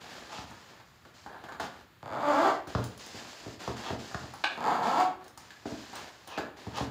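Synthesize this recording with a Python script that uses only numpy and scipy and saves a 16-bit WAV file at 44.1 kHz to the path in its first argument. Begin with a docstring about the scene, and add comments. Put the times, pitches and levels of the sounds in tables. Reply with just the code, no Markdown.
"""Zips buzz up two fur-lined boots as they are pulled on over a wooden floor in a small room.
Each slider strikes a train of teeth, and these impulses excite the resonances of the hollow shaft.
Leather and cloth rustle by friction under a soft high hiss, like faint breath.
The leather is tapped lightly, the zip pulls tick, and the boots touch with a crisp tick.
Soles scuff, knock the boards into vibration and squeak once; a slider snaps free before the second zip."""
import sys
import numpy as np
from scipy import signal
from scipy.fft import rfft, irfft
from scipy.io import wavfile

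SR = 44100
rng = np.random.default_rng(int(sys.argv[2]) if len(sys.argv) > 2 else 0)


def generate_wav(signal):
    """Clip the signal to [-1, 1] and save it as 16-bit WAV at the path in sys.argv[1]."""
    frames = np.transpose(np.atleast_2d(signal))
    scaled = np.clip(frames, -1, 1) * 32767
    pcm = np.round(scaled).astype(np.int16)
    wavfile.write(sys.argv[1], SR, pcm)


N = 304598

# Noise spectra. Each row: frequency in Hz, relative spectral density in dB.
LEATHER_SPECTRUM = [(60, -13.5), (100, -4.5), (250, 2.5), (520, 1.5), (800, 4), (1400, -2), (1800, -0.5),
                    (2600, -47.5), (5000, -48.5)]
CLOTH_SPECTRUM = [(700, -19.5), (1700, 2.5), (2300, 0.5), (3000, 1), (4300, 0), (5500, -14.5), (8000, -17),
                  (15000, -23.5)]
HISS_SPECTRUM = [(2500, -32.5), (4800, 7), (5800, 2), (7200, 2), (8200, -9), (10500, -25), (15000, -22.5)]
SCUFF_SPECTRUM = [(120, -34), (200, -7.5), (399, -7.5), (630, -4), (827, 1.5), (1190, -5.5), (2380, -16.5),
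                  (2600, -8), (2900, -9), (6830, -22.5), (8820, -44), (15500, -46)]
HEEL_SPECTRUM = [(90, -34.5), (220, 1.5), (350, 2.5), (600, -2.5), (900, -17), (2000, -39), (5000, -66)]
SOLE_SPECTRUM = [(300, -22), (700, 8.5), (1050, 2), (1350, -1.5), (1700, -3), (2300, -20.5), (5000, -16.5),
                 (12000, -51)]
PULL_SPECTRUM = [(700, 10), (1200, 10.5), (2500, -2), (5000, 6.5), (6800, 4.5), (8000, -1.5), (10000, 2.5),
                 (12000, -15), (15000, 1.5)]
TAP_SPECTRUM = [(200, -1), (500, -7), (800, 3.5), (1300, 1), (1700, -5), (2400, -26), (6000, -37)]
RASP_SPECTRUM = [(1000, -14.5), (1700, 2), (1930, -8.5), (2200, -5.5), (2550, -12), (3500, -7.5),
                 (4020, -11.5), (4660, -9.5), (5660, -23), (7060, -14.5), (8820, -30.5), (14800, -30),
                 (15500, -35)]
SNAP_SPECTRUM = [(180, -47), (300, -13), (446, -18), (794, -1), (953, -9.5), (1160, 2.5), (1350, -16),
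                 (1780, 0), (2140, -17), (2360, -3), (2930, -8.5), (4300, -10.5), (4960, -20), (5950, -25),
                 (7620, -30), (15500, -57)]
HUSH_SPECTRUM = [(15, -43), (25, -9), (44, 4), (113, 1), (469, -14), (648, -16), (1200, -8), (2360, -16),
                 (4500, -22), (6050, -40), (6920, -25), (8350, -34.5), (15500, -27.5)]
# Swells of rustle and soft high hiss. Each row: start in seconds, length in seconds, level in dB,
# lean from leather (-) to hiss (+) in dB.
RUSTLES = [(0.0, 0.18, -54, -1), (0.09, 0.25, -53, -1), (0.31, .11, -52.5, 2.5), (0.46, 0.26, -58, 0.5),
           (0.68, 0.13, -63, -2.5), (0.84, .27, -71, 4), (1.133, 0.12, -61.5, 3), (1.28, 0.3, -62.5, -9),
           (1.6, 0.055, -50, 1), (1.701, 0.11, -60.5, -3.5), (2.32, 0.23, -52, 2), (2.671, 0.16, -52.5, -1),
           (2.828, 0.13, -59, 0.5), (2.985, 0.21, -52, 3.5), (3.14, 0.13, -51, 1.5), (3.27, 0.27, -52.5, 2),
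           (3.588, 0.13, -48.5, 0.5), (3.755, .18, -48.5, 0), (3.98, .25, -51, 1.5), (4.24, 0.19, -56, 1),
           (4.5, 0.21, -55.5, -5), (4.82, 0.22, -47.5, -1.5), (5.199, 0.079, -63, -7),
           (5.39, 0.31, -60.5, 1), (5.65, 0.38, -52.5, 1.5), (5.94, 0.15, -52.5, -1), (6.11, 0.17, -61, 1),
           (6.4, 0.068, -63.5, -14.5), (6.561, 0.22, -55.5, -1), (6.75, 0.089, -47.5, -1)]
# Scrapes of soles and shafts. Each row: start in seconds, length in seconds, level in dB,
# moment of greatest force as a fraction of the length.
SCUFFS = [(0.289, 0.17, -44.5, 0.48), (1.597, 0.091, -43.5, 0.16), (3.821, 0.11, -39.5, 0.56),
          (5.948, 0.062, -43.5, 0.13), (6.27, 0.16, -43, 0.32), (6.375, 0.021, -35, 0),
          (6.735, 0.09, -36.5, 0.53)]
# Footfalls. Each row: start in seconds, force in dB, lean from flat (-) to heel first (+) in dB,
# slap level in dB, delay until the sole settles in seconds.
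FOOTFALLS = [(0.384, -50, -5.5, -47, 0.054), (1.055, -59.5, 0.5, -64, 0.0084),
             (1.598, -49.5, 0.5, -37, 0.014), (2.671, -47.5, -0.5, -46, 0.013),
             (2.75, -30.5, -4.5, -32, 0.033), (3.144, -50.5, 1, -67, .02), (3.461, -44, -0.5, -56, 0.019),
             (3.677, -38.5, 0.5, -37.5, .015), (3.904, -35.5, 0.5, -38, 0.022),
             (4.145, -40, -3.5, -36, .089), (5.656, -41, 5, -45, 0.061), (6.377, -45, 8, -38.5, .012),
             (6.667, -43, -5, -45.5, .01), (6.806, -36.5, -2, -37, 0.015)]
# Floorboard modes. Each row: frequency in Hz, relative level in dB, 60 dB decay time in seconds.
BOARD_MODES = [(95, -17, 0.087), (123.3, -1.5, 0.13), (175, -10, 0.11), (214, 3, 0.038),
               (266, -10.5, 0.091), (445, -9, .11)]
# Ticks of the zip pulls. Each row: start in seconds, level in dB, ring frequency in Hz.
TICKS = [(0.5075, -61, 7050), (1.6008, -51, 6900), (2.6744, -55.5, 6950), (2.8408, -45, 7130),
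         (2.9764, -53.5, 11040), (3.0635, -53, 6330), (4.338, -55, 10500), (5.2425, -60, 6700),
         (5.28, -56, 6450), (5.3753, -49, 6800), (5.9551, -48, 8300), (6.275, -50.5, 9500),
         (6.774, -49.5, 6600)]
# Light taps on leather and, last, a crisp tick of the boots touching.
# Each row: start in seconds, hollow body level in dB, crisp edge level in dB.
TAPS = [(0.514, -50, -68), (0.8, -56.5, -62), (1.051, -58, -61), (1.262, -44, -60), (1.344, -49.5, -68),
        (1.439, -47, -53.5), (1.486, -45, -57), (1.521, -47, -52.5), (1.546, -50, -71), (1.602, -42, -47.5),
        (1.64, -41, -61), (4.113, -49.5, -74), (4.336, -46.5, -67), (5.375, -55, -64), (5.505, -59, -50.5),
        (5.93, -45, -52), (6.381, -39, -42)]
# Slider speed on each zip. Each row: time in seconds, rate in teeth per second.
FIRST_SPEED = [(2.029, 24.8), (2.058, 42.3), (2.092, 78), (2.19, 158), (2.235, 287), (2.28, 297),
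               (2.35, 259), (2.42, 352), (2.48, 405), (2.55, 240)]
SECOND_SPEED = [(4.577, 29.87), (4.606, 38.53), (4.627, 58.2), (4.7, 159.4), (4.76, 214), (4.81, 165.7),
                (4.906, 267.5), (4.964, 285.8), (4.986, 356.3), (5.024, 382), (5.07, 374)]
# Pressure of each slider on its teeth. Each row: time in seconds, gain in dB.
FIRST_STRAIN = [(2.028, -4), (2.13, -2.5), (2.25, -5.5), (2.29, 0), (2.38, -.5), (2.475, 0.5), (2.551, -15)]
SECOND_STRAIN = [(4.577, 3), (4.61, 5), (4.665, 7), (4.78, -3), (4.86, 0), (4.95, -4.5), (5.012, 2),
                 (5.044, -16)]
# Modes of each boot shaft. Each row: frequency in Hz, bandwidth in Hz, relative level in dB.
FIRST_SHAFT_MODES = [(284, 88, -4.5), (593, 150, 2), (874, 91, 5.5), (1190, 340, 0), (1490, 45, -5)]
SECOND_SHAFT_MODES = [(272, 31, -4), (749, 57, 7), (852, 58, 9), (1160, 135, 0), (1310, 72, 1)]
# The slider snapping free. 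Each row: start in seconds, level in dB, 60 dB decay time in seconds.
SNAPS = [(4.439, -33, 0.027), (4.442, -28.5, 0.021), (4.46, -54, 0.02)]
# Reverberation of the room. Each row: frequency in Hz, 60 dB decay time in seconds.
ROOM_DECAY = [(80, 0.17), (250, 0.71), (800, 0.38), (2000, 0.49), (5000, 0.35), (14000, 0.26)]


def amp(db):
    """Amplitude grows tenfold for every 20 dB."""
    return 10 ** (np.asarray(db) / 20)


def unit_rms(x):
    """Normalisation to unit mean power."""
    return x / np.sqrt(np.mean(x ** 2) + 1e-20)


def decay(t, t60):
    """Exponential damping: a fall of 60 dB in t60 seconds."""
    return np.exp(-np.log(1000) * t / t60)


def at_frequency(table, hz):
    """Interpolation on a logarithmic frequency axis."""
    table_hz, values = np.transpose(table)
    return np.interp(np.log(hz + 1), np.log(table_hz + 1), values)


def add(mix, start, sound):
    """Superposition: a sound joins the mix at its start in seconds."""
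    part = mix[max(round(start * SR), 0):][:len(sound)]
    part += sound[:len(part)]


def colour(x, spectrum, size=4096):
    """A minimum-phase filter of unit energy imposes the spectrum."""
    log_gain = np.log(amp(at_frequency(spectrum, abs(np.fft.fftfreq(size, 1 / SR)))))
    taps = np.fft.ifft(np.exp(np.conj(signal.hilbert(log_gain)))).real[:size // 2]
    return signal.fftconvolve(x, taps / np.linalg.norm(taps))[:len(x)]


def bandpass(x, order, edges_hz):
    """A band-pass filter attenuates what lies outside its edges."""
    return signal.sosfilt(signal.butter(order, edges_hz, "band", fs=SR, output="sos"), x)


def wander(count, hz):
    """Low-passed noise gives a random drift of unit rms."""
    rolloff = 1 + (np.fft.rfftfreq(count, 1 / SR) / hz) ** 4
    return unit_rms(irfft(rfft(rng.standard_normal(count)) / rolloff, count))


def grainy_noise(count, per_s, spread_db, smooth):
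    """Shot noise: random clicks of uneven size over a smooth hiss."""
    sizes = amp(spread_db * np.minimum(rng.exponential(1, count), 4))
    clicks = sizes * rng.standard_normal(count) * (rng.random(count) < per_s / SR)
    return unit_rms(unit_rms(clicks) + smooth * rng.standard_normal(count))


def struck(x, db):
    """The level of a transient is set by the rms of its first 20 ms."""
    return amp(db) * x / np.sqrt(np.mean(x[:SR // 50] ** 2) + 1e-20)


def impact(spectrum, t60, db, count=12000):
    """Broadband excitation: a brief contact gives damped noise in the colour of what is hit."""
    noise = rng.standard_normal(count) * decay(np.arange(count) / SR, t60)
    return struck(colour(noise, spectrum), db)


def rustle(rise_s=0.015, ease_db_per_s=10, release_s=0.04, stir_db=-74):
    """Sliding friction of leather and cloth, under a soft high hiss like faint breath."""
    t = np.arange(N) / SR
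    powers = np.full((3, N), amp(stir_db) ** 2)  # a faint stir between swells
    for start, length, db, lean_db in RUSTLES:
        age = t[:int((length + 10 * release_s) * SR)]
        rise = np.minimum(age / rise_s, 1)
        release = np.exp(-np.maximum(age - length, 0) / release_s)
        swell = rise * amp(db - ease_db_per_s * age) * release
        for power, share in zip(powers, amp([-lean_db, 0, lean_db])):
            add(power, start, (share * swell) ** 2)
    leather_gain, cloth_gain, hiss_gain = np.sqrt(powers)
    creak = amp(2) * leather_gain * colour(grainy_noise(N, 900, 2.5, 1.03), LEATHER_SPECTRUM)
    swish = cloth_gain * colour(grainy_noise(N, 2000, 1.5, 1.36), CLOTH_SPECTRUM)
    hiss = amp(-4) * hiss_gain * colour(grainy_noise(N, 1700, 1.7, 1.5), HISS_SPECTRUM)
    return creak + swish + hiss


def scuffs():
    """Gritty friction noise swells and fades with the contact force."""
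    out = np.zeros(N)
    for start, length, db, crest in SCUFFS:
        count = int(length * SR)
        force = np.interp(np.arange(count) / count, [0, np.clip(crest, .02, .98), 1], [.3, 1, 0])
        grit = grainy_noise(SR, per_s=2500, spread_db=3.8, smooth=0.81)[:count]
        add(out, start, amp(db) * force * colour(grit, SCUFF_SPECTRUM))
    return out


def sole_contact(thud_db, knock_db, slap_db, push_s=0.0032, lag_s=0.0033):
    """Modal excitation: a sole hits and its half-sine push rings the boards, differently at each spot."""
    t = np.arange(SR // 2) / SR
    push = np.sin(np.pi * np.minimum(t / push_s, 1))
    boards, sound = np.zeros((2, len(t)))
    for hz, db, t60 in BOARD_MODES:
        envelope = amp(db + 2 * rng.standard_normal()) * decay(t, t60)
        boards += envelope * np.sin(2 * np.pi * hz * rng.uniform(0.97, 1.05) * t)
    add(sound, lag_s, struck(signal.fftconvolve(boards, push), thud_db))
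    add(sound, 0, impact(HEEL_SPECTRUM, 0.08, knock_db) + impact(SOLE_SPECTRUM, 0.032, slap_db))
    return sound


def footfalls():
    """Double impact: the edge strikes, then the sole settles with a duller sound."""
    out = np.zeros(N)
    for start, force_db, heel_db, slap_db, settle_s in FOOTFALLS:
        knock_db = force_db + heel_db  # heel first knocks more and thuds less
        add(out, start, sole_contact(force_db - heel_db, knock_db, slap_db))
        add(out, start + settle_s, sole_contact(force_db - 0.5, knock_db - 3.5, slap_db - 12))
    return out


def pull_ticks():
    """Free vibration: a struck zip pull clicks and rings briefly at one frequency."""
    out, t = np.zeros(N), np.arange(SR // 5) / SR
    for start, db, hz in TICKS:
        ring = np.sin(2 * np.pi * hz * t) * decay(t, t60=0.045)
        add(out, start, impact(PULL_SPECTRUM, 0.035, db))
        add(out, start, struck(ring, db - 11))
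    return out


def taps(t60=0.078):
    """Damped impacts: light taps on leather, and a crisp tick of the boots touching."""
    out = np.zeros(N)
    for start, body_db, crisp_db in TAPS:
        add(out, start, impact(TAP_SPECTRUM, t60, body_db) + impact(RASP_SPECTRUM, t60, crisp_db))
    return out


def shaft_resonance(drive, modes):
    """Forced vibration: the hollow leather shaft responds as a sum of damped modes."""
    t = np.arange(SR // 10) / SR
    response = np.zeros(len(t))
    for k, (hz, width, db) in enumerate(modes):
        envelope = amp(db) * width * np.exp(-np.pi * width * t)
        response += envelope * np.cos(2 * np.pi * hz * t + k * np.pi / 2)
    return bandpass(signal.fftconvolve(drive, response)[:len(drive)], 3, [230, 1900])


def zipper(speed, strain, modes, jitter, rasp_db, flap_db, flap_hz, leather_db, shaft_db=-27.5):
    """Impulse-train excitation: the teeth rasp and shake the shaft, louder with speed and strain."""
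    drag_s, fade_s, flap_octaves = 0.0022, 0.047, 0.83
    t = np.arange(speed[0][0], speed[-1][0], 1 / SR)
    count = len(t)
    rate = np.interp(t, *np.transpose(speed))
    strain_db = np.interp(t, *np.transpose(strain))
    travel = np.cumsum(rate * (1 + jitter * wander(count, 120))) / SR  # in teeth
    tooth_size = amp(1.5 * wander(count, 260))
    clicks = unit_rms(np.diff(np.floor(travel), prepend=-1) * np.sqrt(SR / rate) * tooth_size)
    # each tooth drags briefly through the slider
    tooth_age = (travel % 1) / rate
    drag_envelope = np.exp(-tooth_age / drag_s) * np.sqrt(rate) * tooth_size
    drag = unit_rms(drag_envelope * rng.standard_normal(count))
    drive = unit_rms(clicks + 0.33 * drag)
    hollow = unit_rms(shaft_resonance(drive, modes))
    # the open flap hums as the tooth rate passes its own pitch
    flap = unit_rms(bandpass(drive, 2, flap_hz * 2 ** (flap_octaves * np.array([-.5, .5]))))
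    rasp = unit_rms(colour(clicks + 0.91 * drag, RASP_SPECTRUM))
    # the leather rubs as the slider gets going and draws it together
    rub = np.minimum(rate / 130, 1) * colour(grainy_noise(N, 900, 2.6, 0.73)[:count], LEATHER_SPECTRUM)
    speed_decades = np.log10(rate / 300)  # from an easy pace of 300 teeth per second
    sound = amp(shaft_db + strain_db + 18 * speed_decades) * hollow
    sound += amp(rasp_db + strain_db + 11 * speed_decades) * rasp
    sound += amp(leather_db + strain_db) * rub + amp(flap_db) * flap
    out = np.zeros(N)
    add(out, t[0], sound * np.clip((t[-1] - t) / fade_s, 0, 1))
    return out


def slider_snap():
    """Sudden release: the slider snaps free in a cluster of sharp transients."""
    out = np.zeros(N)
    for start, db, t60 in SNAPS:
        add(out, start, impact(SNAP_SPECTRUM, t60, db))
    return out


def squeak(start=6.29, length_s=0.096, hz=2590, db=-47, waver=0.044):
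    """Stick-slip oscillation: rubber on the boards gives a thin, unsteady note that swells."""
    out, count = np.zeros(N), int(length_s * SR)
    cycles = np.cumsum(hz * (1 + waver * wander(count, 400))) / SR
    swell = np.sin(np.pi * np.linspace(0, 1, count) ** 2)
    add(out, start, amp(db) * swell * np.sin(2 * np.pi * cycles))
    return out


def room(x, wet_db, gap_s=0.0049, echoes_per_s=3000):
    """Reverberation: sparse reflections follow the direct sound, each band dying at its own rate."""
    echoes = rng.choice([-1., 1.], SR) * (rng.random(SR) < echoes_per_s / SR)
    echoes *= np.arange(SR) > gap_s * SR
    hz, t, bands = signal.stft(echoes, SR, nperseg=256)
    tail = signal.istft(bands * decay(t, at_frequency(ROOM_DECAY, hz)[:, None]), SR)[1]
    return x + amp(wet_db) * signal.fftconvolve(x, tail / np.linalg.norm(tail))[:N]


def scene():
    """Superposition of all sources and their reflections over the quiet hush of the room."""
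    zips = zipper(FIRST_SPEED, FIRST_STRAIN, FIRST_SHAFT_MODES, jitter=0.045,
                  rasp_db=-45, flap_db=-56.5, flap_hz=122, leather_db=-47)
    zips += zipper(SECOND_SPEED, SECOND_STRAIN, SECOND_SHAFT_MODES, jitter=0.025,
                   rasp_db=-44, flap_db=-50, flap_hz=201, leather_db=-42)
    mix = amp(-60) * colour(rng.standard_normal(N), HUSH_SPECTRUM)
    mix += room(rustle(), wet_db=-10.5)
    mix += room(scuffs() + squeak(), wet_db=-3.5)
    mix += room(footfalls(), wet_db=-3.5)
    mix += room(pull_ticks() + taps() + slider_snap(), wet_db=-1.5)
    mix += room(zips, wet_db=-0.5)
    return mix[None]


def record(dry, bass_hz=63, edge_hz=15600):
    """Band limiting: a small microphone loses the deep bass, and a low-pass cuts the highest treble."""
    thin = signal.sosfilt(signal.butter(6, bass_hz, "high", fs=SR, output="sos"), dry)
    lowpass = signal.firwin(511, edge_hz, window=("kaiser", 9), fs=SR)
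    return signal.oaconvolve(thin, lowpass[None], "same")


dry = scene()
out = record(dry)
generate_wav(out)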